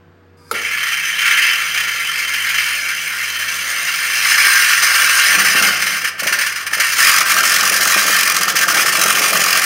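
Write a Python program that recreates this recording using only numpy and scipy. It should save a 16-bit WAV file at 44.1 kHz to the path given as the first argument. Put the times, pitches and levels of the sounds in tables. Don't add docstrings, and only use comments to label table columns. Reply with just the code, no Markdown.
import sys
import numpy as np
from scipy import signal
from scipy.fft import rfft, irfft, next_fast_len
from scipy.io import wavfile
from scipy.ndimage import uniform_filter1d, map_coordinates

SR = 44100
rng = np.random.default_rng(int(sys.argv[2]) if len(sys.argv) > 2 else 0)


def natural_amplitude(level_db):
    exponent = np.asarray(level_db, float) / 20
    return 10 ** exponent


def unload_audio(sound):
    columns = np.transpose(np.atleast_2d(sound))
    steps = np.round(np.clip(columns, -1, 1) * 32767)
    wavfile.write(sys.argv[1], SR, steps.astype(np.int16))


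N = 425565

# frequency in Hz, rms level in dB.
MACHINE_TONES = [(91.5, -53.5), (161.5, -62), (269.2, -63.5), (355.3, -64.5), (479.1, -59), (1550, -70),
                 (1680, -68), (4560, -79), (4802, -86), (5281, -85)]
# frequency in Hz, density in dB per Hz.
AIR_SPECTRUM = [(15, -98), (25, -55), (92, -10.5), (120, -52), (145, -7), (206, -15), (270, -15),
                (363, -19), (416, -14), (476, -25), (516, -21), (1520, -24), (16000, -63)]
# frequency in Hz, t60 in seconds.
SHOP_T60 = [(200, 0.76), (1500, 0.59), (5000, 0.42), (14000, 0.33)]
# time in seconds, level in dB.
SPIN_UP = [
    (.366, -100),
    (.372, -56),
    (.46, -51),
    (.5, -45),
    (.52, -48),
    (.56, -100),
]
# frequency in Hz, width in Hz, level in dB.
MOTOR_MODES = [(969, 24, -4), (1220, 33, 0), (1590, 54, -6), (2170, 60, -14), (2410, 70, -15),
               (3620, 52, -17), (4230, 27, -14), (4730, 26, -6), (4960, 37, -8), (5200, 40, -12),
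               (5600, 600, -22), (9000, 4000, -25)]
# frequency in Hz, level in dB, t60 in seconds, rise in seconds.
CLANK_MODES = [(461, 2, 0.045, 0.008), (585, -6, 0.05, .012), (880, -9, 0.046, 0.0027),
               (1324, 11, 0.017, 0.002), (2100, -9, .03, 0.0016), (7160, -10, .03, .001)]
# frequency in Hz, width in Hz, level in dB.
THUMP_MODES = [(240, 120, -6), (400, 160, 0), (560, 150, -3)]
# time in seconds, strokes per second.
CRANK_SPEED = [(.36, 7.5), (.55, 23.56), (.75, 31.51), (1.25, 41.86), (1.8, 44.92), (2.3, 45.6),
               (3.7, 45.45), (4.3, 44.9), (4.9, 45.5), (5.4, 45), (6, 38.61), (6.3, 36.86), (6.6, 39.05),
               (6.9, 44.46), (7.7, 45), (8.9, 44.6), (9.65, 44.92)]
# time in seconds, pressure as pipe ring in dB, drag on the hangers in dB.
HAND = [(.54, -23, -39), (.82, -18.5, -54), (1.15, -19.5, -52), (1.27, -13, -52), (1.47, -13.5, -48),
        (1.6, -18.5, -48), (2.42, -23, -51), (2.52, -18, -51), (2.95, -25.5, -50), (4.1, -21.5, -43),
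        (4.35, -12.5, -44), (4.8, -13.5, -43), (5.15, -13, -37), (5.3, -12.5, -35), (5.66, -13, -31),
        (5.76, -19.5, -40), (6.62, -23.5, -54), (6.95, -21.5, -52), (7, -14.5, -39), (7.4, -15.5, -33),
        (8, -15, -34), (8.5, -16.5, -34), (9.65, -15.5, -30)]
# time in seconds, depth (0 scratched, 1 through the wall, 2 open).
CUT_DEPTH = [
    (2, 0),
    (3.8, .36),
    (4.3, 1),
    (6.7, 1),
    (7.15, 2),
    (9.65, 2),
]
CHATTER_DB = [1.8, 1.5, 4.4]
LEAD_RAD = [1.5, 3, 2]
KNOCK_DB = [-27, -21, -19]
HISS_DB = [-7, -5.5, -2.3]
HISS_PER_RING_DB = [-.2, -.05, -.1]
RASP_DB = [-12, -9.5, -5]
# frequency in Hz, density in dB per Hz.
RASP_SPECTRUM = [(410, -48), (700, 4), (830, 5), (970, -1), (1290, -12), (1510, -12), (1650, -10),
                 (1740, 0), (2550, -3), (3100, -5.5), (3670, -13.5), (5080, -5.5), (7600, -11.5),
                 (8790, -11.5), (15800, -14.5)]
WALL_HZ = [1130, 1228, 1340, 1385, 1440, 1587, 1710, 1760, 1830, 1960, 2075, 2130, 2273, 2426, 2625, 2707,
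           2795, 2976, 3090, 3310, 3440, 3926, 4208, 4383, 4565, 4936, 5087, 5307, 5851, 6032, 6187, 6459,
           6858, 8177, 8683, 8880, 9533, 10300, 10761, 11400, 12031, 12500, 12968, 13404, 13991, 14500,
           14976, 15433]
# width in Hz, level in dB barely cut, in dB through the wall, in dB cut open.
WALL_WIDTH_DB = [(45, -13, -5, -2), (40, -9, -10, -1), (35, -12, -6, 1), (35, -1, -3, -2),
                 (45, -10, -1, -1), (22, 0, 6, 8), (35, 2, -2, -2), (35, -4, 1, 2), (35, 1, 2, 5),
                 (40, -2, -3, -4), (45, 2, -3, -2), (45, 0, -1, -3), (45, 4, 0, -1), (30, 0, -1, 2),
                 (45, -4, -6, -6), (45, -3, -5, -3), (50, -4, -3, -4), (35, -5, -5, -4), (50, 3, -6, -3),
                 (60, -11, -12, -7), (50, -14, -14, -10), (45, -9, -9, -7), (50, -11, -9, -10),
                 (40, -14, -12, -13), (70, -11, -8, -7), (60, -8, -8, -8), (60, -8, -4, -5),
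                 (50, -11, -5, -3), (90, -13, -8, -6), (50, -5, -5, -6), (90, -8, -7, -9),
                 (60, -11, -13, -7), (140, -15, -13, -9), (100, -22, -17, -12), (70, -14, -11, -10),
                 (190, -11, -8, -9), (110, -15, -12, -16), (200, -24, -18, -14), (140, -16, -14, -14),
                 (200, -24, -22, -18), (90, -21, -19, -14), (150, -19, -22, -20), (110, -15, -17, -17),
                 (140, -19, -12, -21), (140, -19, -18, -15), (200, -24, -22, -15), (120, -18, -16, -11),
                 (95, -16, -15, -17)]
# time in seconds, half length in seconds, frequency in Hz, level in dB.
SINGING = [(.56, .03, 2000, 4), (1.79, .03, 3090, 7), (4.55, .1, 1587, 3), (4.75, .1, 1790, 3),
           (5.05, .1, 1825, 3), (5.52, .03, 1825, 5), (5.63, .03, 1587, 5), (5.15, .12, 1587, 3),
           (5.33, .04, 1780, 4), (5.9, .2, 3050, 4), (6.55, .1, 1830, 4), (7.65, .1, 1500, 4),
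           (8.17, .08, 1780, 5), (8.79, .03, 2426, 6), (9.42, .05, 4650, 5), (7.32, .04, 1600, 4),
           (7.47, .04, 1700, 4), (8.57, .03, 1900, 4), (9.11, .04, 1400, 4)]
# time in seconds, slap in dB.
SKIPS = [(.543, -10), (.6117, -12), (.7095, -13), (.7718, -10), (.8043, -8), (.8292, -3.5), (.8654, -6),
         (.92, -4.5), (1.0317, -11), (1.186, -2), (1.214, -4), (1.3074, 1), (1.372, 0), (1.419, -.5),
         (1.744, -2), (1.7735, .5), (1.8, -3), (1.8324, -9), (1.8773, -8), (1.9935, -9), (2.2764, -7),
         (2.3216, -9), (2.3367, -8), (2.4928, -7), (2.5423, -6), (2.5803, -6), (2.886, -7), (3.3929, -11),
         (3.4822, -8), (4.0976, -9), (4.3773, 1), (4.8231, 1), (5.0909, .5)]
# time in seconds, slap in dB, stall before it
# in dB, hanger thud in dB.
BINDS = [(5.3838, -1, 8, -33), (5.4474, -1.5, 6, -31), (5.5597, -5.5, 5, -28), (5.622, 3, 5, -29),
         (5.7975, -5, 3, -45), (5.819, -1, 2, -46), (5.8647, -2, 2, -50), (6.014, -12, 3, -50),
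         (6.0405, -9, 6, -40), (6.0475, -6, 1, -40), (6.073, -9, 4, -52), (6.082, -5, 1, -52),
         (6.15, -40, 26, -50), (6.181, -26, 28, -50), (6.1935, -7, 8, -44), (6.2306, -7, 6, -29),
         (6.2683, 2, 4, -25), (6.324, 2, 4, -33), (6.3872, -1, 3, -36), (6.41, -3, 2, -44),
         (6.463, -2, 2, -44), (6.522, -14, 3, -50), (6.558, -9, 9, -48), (6.608, -18, 6, -50),
         (6.631, -16, 4, -50), (6.6645, -4, 11, -39), (6.7105, -16, 12, -45), (6.7305, -3, 8, -33),
         (6.7775, -10, 6, -31), (6.799, 0, 6, -30), (6.8986, -9, 3, -48), (6.919, -9, 5, -48),
         (6.9657, -8, 5, -46), (6.9855, -4, 4, -36), (7.2112, -1, 4, -30), (7.257, -12, 14, -36),
         (7.281, -5, 4, -38), (7.2987, -4, 2, -38), (7.367, -4, 2, -36),
         (7.4343, -3, 9, -32), (7.4578, -4, 1, -36), (7.5925, -7, 4, -34), (7.635, -5, 8, -24),
           (7.658, -4, 3, -34), (7.7225, -6, 8, -27), (7.7611, -4, 3, -34), (7.8065, -11, 7, -29),
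           (7.872, -9, 3, -25), (7.9719, -6, 5, -23), (8.0615, -8, 7, -25), (8.105, -3, 2, -26),
           (8.19, -4, 2, -36), (8.2603, -7, 5, -38), (8.3472, -7, 8, -34), (8.4126, -6, 8, -30),
           (8.4794, -9, 11, -28), (8.554, -1, 16, -28), (8.6164, -6, 3, -32), (8.681, 0, 14, -27),
           (8.7065, -7, 3, -34), (8.741, -6, 7, -30), (8.7736, -4, 3, -21), (8.7962, -4, 2, -34),
           (8.858, -10, 9, -27), (8.886, -5, 2, -34), (8.9226, -7, 7, -34), (8.9512, -6, 3, -31),
           (8.9912, -9, 4, -25), (9.0133, -7, 3, -34), (9.0637, -8, 4, -22), (9.0946, -4, 2, -34),
           (9.152, -8, 5, -30), (9.182, -5, 2, -34), (9.2174, -8, 4, -27), (9.3308, -5, 7, -25),
           (9.3553, -6, 2, -25), (9.4, -7, 4, -29), (9.4677, -6, 3, -34), (9.5549, -7, 4, -30),
           (9.616, -10, 6, -34)]
# frequency in Hz, width in Hz, level in dB.
SHOE_MODES = [(1110, 170, -1), (1230, 260, 0)]
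# time in seconds, level in dB.
HARD_KNOCKS = [(7.0778, -12), (7.1002, -14), (7.1232, -11), (7.1451, -9), (7.213, -6), (7.3013, -16),
               (7.3227, -15), (7.3671, -7), (7.4374, -9), (7.5462, -14), (7.5911, -14), (7.637, -9),
               (7.6699, -13), (7.7862, -18), (7.8585, -8), (7.9019, -12), (7.9263, -11), (7.9473, -9),
               (7.9922, -13), (8.083, -11), (8.1723, -13), (8.283, -14), (8.303, -12), (8.3474, -15),
               (8.3713, -14), (8.4147, -11), (8.4821, -10), (8.5544, -16), (8.6846, -8), (8.7066, -11),
               (8.7739, -12), (8.7964, -10), (8.8637, -14), (8.8852, -11), (8.9316, -13), (8.953, -11),
               (9.0857, -11), (9.1087, -8), (9.176, -12), (9.2219, -16), (9.2433, -14), (9.3331, -11),
               (9.3561, -9), (9.397, -17), (9.4489, -11), (9.4673, -9), (9.5566, -11), (9.6235, -12)]
# frequency in Hz, width in Hz, level in dB.
HANGER_MODES = [(186, 40, 3), (300, 66, 0), (520, 94, 6.5), (670, 116, 7), (860, 160, 3)]
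# time in seconds, level in dB.
BOOM = [(5.1, -25), (5.3, 8), (5.8, 8), (6.3, 8), (6.9, -3), (7.4, 4)]
# multiple of the crank speed, level in dB.
CRANK_ORDERS = [(3.5, 2), (4, 0), (5, 2), (6, -6), (7, -8), (8, -1), (9, 0), (10, 0), (13, -1)]


def unit(x):
    return x / np.sqrt(np.mean(x ** 2) + 1e-20)


def along(points, hz):
    f, v = np.transpose(points)
    return np.interp(np.log(hz + 1), np.log(f + 1), v)


def curves(rows):
    s, *cols = np.transpose(rows)
    return [np.interp(np.arange(N) / SR, s, c) for c in cols]


def wobble(rate_hz):
    at = np.arange(0, N + 16, 16)
    knots = rng.standard_normal(int(N * rate_hz / SR) + 4)
    return np.interp(np.arange(N), at, map_coordinates(knots, [at * rate_hz / SR]))


def filtered(x, response):
    m = next_fast_len(N + SR // 2)
    return irfft(rfft(x, m) * response(np.fft.rfftfreq(m, 1 / SR)), m)[..., :N]


def modes(table):
    def response(f):
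        total = 0
        for k, (hz, width, db) in enumerate(table):
            total = total + (-1) ** k * natural_amplitude(db) * 1j * f * width / (hz * hz - f * f + 1j * f * width)
        return total
    return response


def machines():
    t = np.arange(N) / SR
    hum = 0
    for hz, db in MACHINE_TONES:
        level = np.sqrt(2) * natural_amplitude(db + 2.4 * wobble(3))
        hum = hum + level * np.sin(2 * np.pi * hz * t + 0.23 * wobble(4.7))
    air = unit(filtered(rng.standard_normal(N), lambda f: natural_amplitude(along(AIR_SPECTRUM, f))))
    return hum + natural_amplitude(-51.5) * air


def slaps(at_s, db, t60_s, crack):
    blows = np.bincount(np.round(at_s * SR).astype(int), natural_amplitude(db), N)
    t = np.arange(SR // 5) / SR
    rise_s = .002
    shape = natural_amplitude(-60 * t / np.c_[t60_s]) * (1 - np.exp(-t / rise_s)) + crack * natural_amplitude(-60 * t / 0.011)
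    return signal.fftconvolve(blows[None], shape, axes=1)[:, :N] * rng.standard_normal(N)


def start():
    out = natural_amplitude(curves(SPIN_UP)[0]) * unit(filtered(rng.standard_normal(N), modes(MOTOR_MODES)))
    t = np.arange(SR // 4) / SR
    ring = 0
    for hz, db, t60_s, rise_s in CLANK_MODES:
        ring = ring + natural_amplitude(db - 60 * t / t60_s) * (1 - np.exp(-t / rise_s)) * np.sin(2 * np.pi * hz * t)
    grit = np.diff(uniform_filter1d(rng.standard_normal(len(t) + 3), size=6), 1)[:-2]
    crack = 1.3 * natural_amplitude(-60 * t / .1) * grit
    clank_s, clank_db = .5122, -9
    out[round(clank_s * SR):][:len(t)] += natural_amplitude(clank_db) * (ring + crack)
    thump = slaps(np.array([.524]), np.array([-6]), t60_s=[.2], crack=0)[0]
    return out + filtered(thump, modes(THUMP_MODES))


def crank_angle():
    return 2 * np.pi * np.cumsum(curves(CRANK_SPEED)[0]) / SR


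def by_depth(values):
    return np.interp(curves(CUT_DEPTH)[0], np.arange(3), values)


def jolts():
    skip_stall_db, thud_over_slap_db = 3.5, -42
    skips = [(s, db, skip_stall_db, db + thud_over_slap_db) for s, db in SKIPS]
    return np.transpose(skips + BINDS)


def lifted():
    at_s, _, stall_db, _ = jolts()[..., None]
    stall_s, stall_s_per_db, regrip_s = .008, .0017, .0075
    before_s = np.arange(1, SR // 6) / SR
    fall = np.exp(-(before_s / (stall_s + stall_s_per_db * stall_db)) ** 3)
    gain = np.ones(N)
    np.minimum.at(gain, np.round((at_s - before_s) * SR).astype(int), natural_amplitude(-stall_db * fall))
    return uniform_filter1d(gain, round(regrip_s * SR))


def teeth(angle):
    depth_db = by_depth(CHATTER_DB) * np.clip(1 + wobble(9) / 2, 0, 2)
    phase = angle + by_depth(LEAD_RAD)
    swell = np.cos(phase) + 0.85 * np.cos(2 * phase + 0.67)
    uneven_db = .5 * wobble(14) + 0.91 * wobble(45) + 1.33 * wobble(300)
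    force = natural_amplitude([[.3], [.6]] * (depth_db * swell) + uneven_db) * rng.standard_normal(N)
    return force / np.sqrt(np.abs(uniform_filter1d(force ** 2, SR // 6)))


def patchy(x, patchy_db):
    hz, t, z = signal.stft(x, SR, nperseg=512)
    field = uniform_filter1d(rng.standard_normal(z.shape[1:]), size=4, axis=0)
    field = uniform_filter1d(field, size=9, axis=1)
    sing_db = 0
    for s, half_s, mode_hz, db in SINGING:
        width_hz = 90 * mode_hz / 2000
        off = ((hz[:, None] - mode_hz) / width_hz) ** 2
        sing_db = sing_db + db * np.exp(-((t - s) / half_s) ** 4 - off)
    return signal.istft(z * natural_amplitude(patchy_db * unit(field) + sing_db), nperseg=512)[1][:, :N]


def body(table, between, between_db):
    f = np.fft.rfftfreq(8192, 1 / SR)
    power = sum(np.abs(modes([row])(f)) ** 2 for row in table)
    power = power + natural_amplitude(2 * (between_db + along(between, f)))
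    power = power / power[(f > 1000) & (f < 3400)].mean() * SR / 4800
    power = power * (natural_amplitude(-44.5) + 1 / (1 + (1030 / (f + 1)) ** 10) ** 2) / (1 + (600 / (f + 1)) ** 8)
    cepstrum = irfft(np.log(power + 1e-12) / 2)
    cepstrum = cepstrum * np.r_[1, np.full(4095, 2), 1, np.zeros(4095)]
    return irfft(np.exp(rfft(cepstrum)))


def pipe(force, tilt_db):
    depth, wall = np.clip(curves(CUT_DEPTH)[0], 0, 2), 0
    for stage, bed_db in enumerate(RASP_DB):
        table = [(hz, width, db[stage]) for hz, (width, *db) in zip(WALL_HZ, WALL_WIDTH_DB)]
        share = np.sqrt(np.clip(1 - np.abs(depth - stage), 0, 1))
        answer = body(table, RASP_SPECTRUM, bed_db)[None]
        wall = wall + share * signal.oaconvolve(force, answer, axes=1)[:, :N]

    def top(f):
        return 1 / (1 + (3700 / (f + 1)) ** 8)
    return filtered(wall[0], lambda f: 1 - top(f)) + natural_amplitude(tilt_db) * filtered(wall[1], top)


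def shoe(angle, db):
    at = np.flatnonzero(np.diff(np.floor(angle / (2 * np.pi) + 0.03)))
    blows = np.zeros(N)
    blows[at] = natural_amplitude(db[at] + 3.9 * rng.standard_normal(len(at)) + 2.3 * wobble(12)[at])
    open_s, hard_lead_s, hard_gain_db = 7.05, .002, 1.5
    after = np.round((jolts()[0] + 0.00198) * SR).astype(int)
    blows[after] = natural_amplitude(db[after] + 5) * (after < open_s * SR)
    hard_s, hard_db = np.transpose(HARD_KNOCKS)
    blows[np.round((hard_s - hard_lead_s) * SR).astype(int)] = natural_amplitude(hard_db + hard_gain_db)
    push = np.hanning(110) * np.sin(2 * np.pi * 1250 * np.arange(110) / SR)
    push = signal.fftconvolve(push, irfft(modes(SHOE_MODES)(np.fft.rfftfreq(4096, 1 / SR))))
    return signal.fftconvolve(blows, push / np.abs(push).max())[:N]


def hangers(shake):
    def low(table):
        return filtered(shake, lambda f: modes(table)(f) / (1 + (110 / (f + 1)) ** 2))
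    return natural_amplitude(curves(BOOM)[0]) * low(HANGER_MODES[:1]) + low(HANGER_MODES[1:])


def crank_tone(angle, sag_hz):
    tone = sum(natural_amplitude(db + 1.7 * wobble(3.88)) * np.sin(k * angle) for k, db in CRANK_ORDERS)
    return natural_amplitude(-60 - 1.5 * sag_hz) * tone


def saw():
    angle, (ring_db, shake_db) = crank_angle(), curves(HAND)
    free_hz = 45.6
    sag_hz = free_hz - curves(CRANK_SPEED)[0]
    running = np.clip((np.arange(N) / SR - .538) / 0.0033, 0, 1)
    force, contact = teeth(angle), lifted()
    at_s, slap_db, _, thud_db = jolts()

    hiss_db = by_depth(HISS_DB) + by_depth(HISS_PER_RING_DB) * (ring_db - ring_db.mean())
    grip = contact ** [[1], [1.3]]
    bite = natural_amplitude(ring_db - 1) * running * force * grip * natural_amplitude([[0], [-.12]] * sag_hz)
    slap = contact * slaps(at_s, slap_db - 13.5, t60_s=[.16, .14], crack=0.35)
    metal = pipe(patchy(bite, patchy_db=2) + slap, hiss_db + 5.3)

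    thud_lead_s = .012
    shake = natural_amplitude(shake_db + 9.5 + 2.5 * wobble(11)) * running * force[0]
    shake = shake + slaps(at_s - thud_lead_s, thud_db + 14, t60_s=[.09], crack=0.6)[0]
    knocks = running * np.sqrt(contact) * shoe(angle, ring_db + by_depth(KNOCK_DB) + 14)
    return metal + knocks + hangers(shake) + crank_tone(angle, sag_hz)


def shop(x):
    hz, t, z = signal.stft(rng.standard_normal(SR), SR, nperseg=256)
    decay = natural_amplitude(-60 * t / along(SHOP_T60, hz)[:, None])
    tail = signal.istft(z * decay, SR, nperseg=256)[1]
    return signal.fftconvolve(np.pad(x, (500, 0)), tail / np.linalg.norm(tail))[:N]


def scene():
    near = start() + saw()
    dull_hz = 8000
    dulled = filtered(near, lambda f: 1 / (1 + 1j * f / dull_hz))
    return (near + natural_amplitude(-8) * shop(dulled) + machines())[None]


def roll_off(x):
    return signal.sosfilt(signal.butter(12, 16520, fs=SR, output="sos"), x)


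def record(dry):
    top_hz = 15780
    rounded = dry / (1 + np.abs(dry / .82) ** 6) ** (1 / 6)
    mix = filtered(rounded, lambda f: (f < top_hz) / (1 + (20 / (f + 1)) ** 2))
    return roll_off(mix)


dry = scene()
out = record(dry)
unload_audio(out)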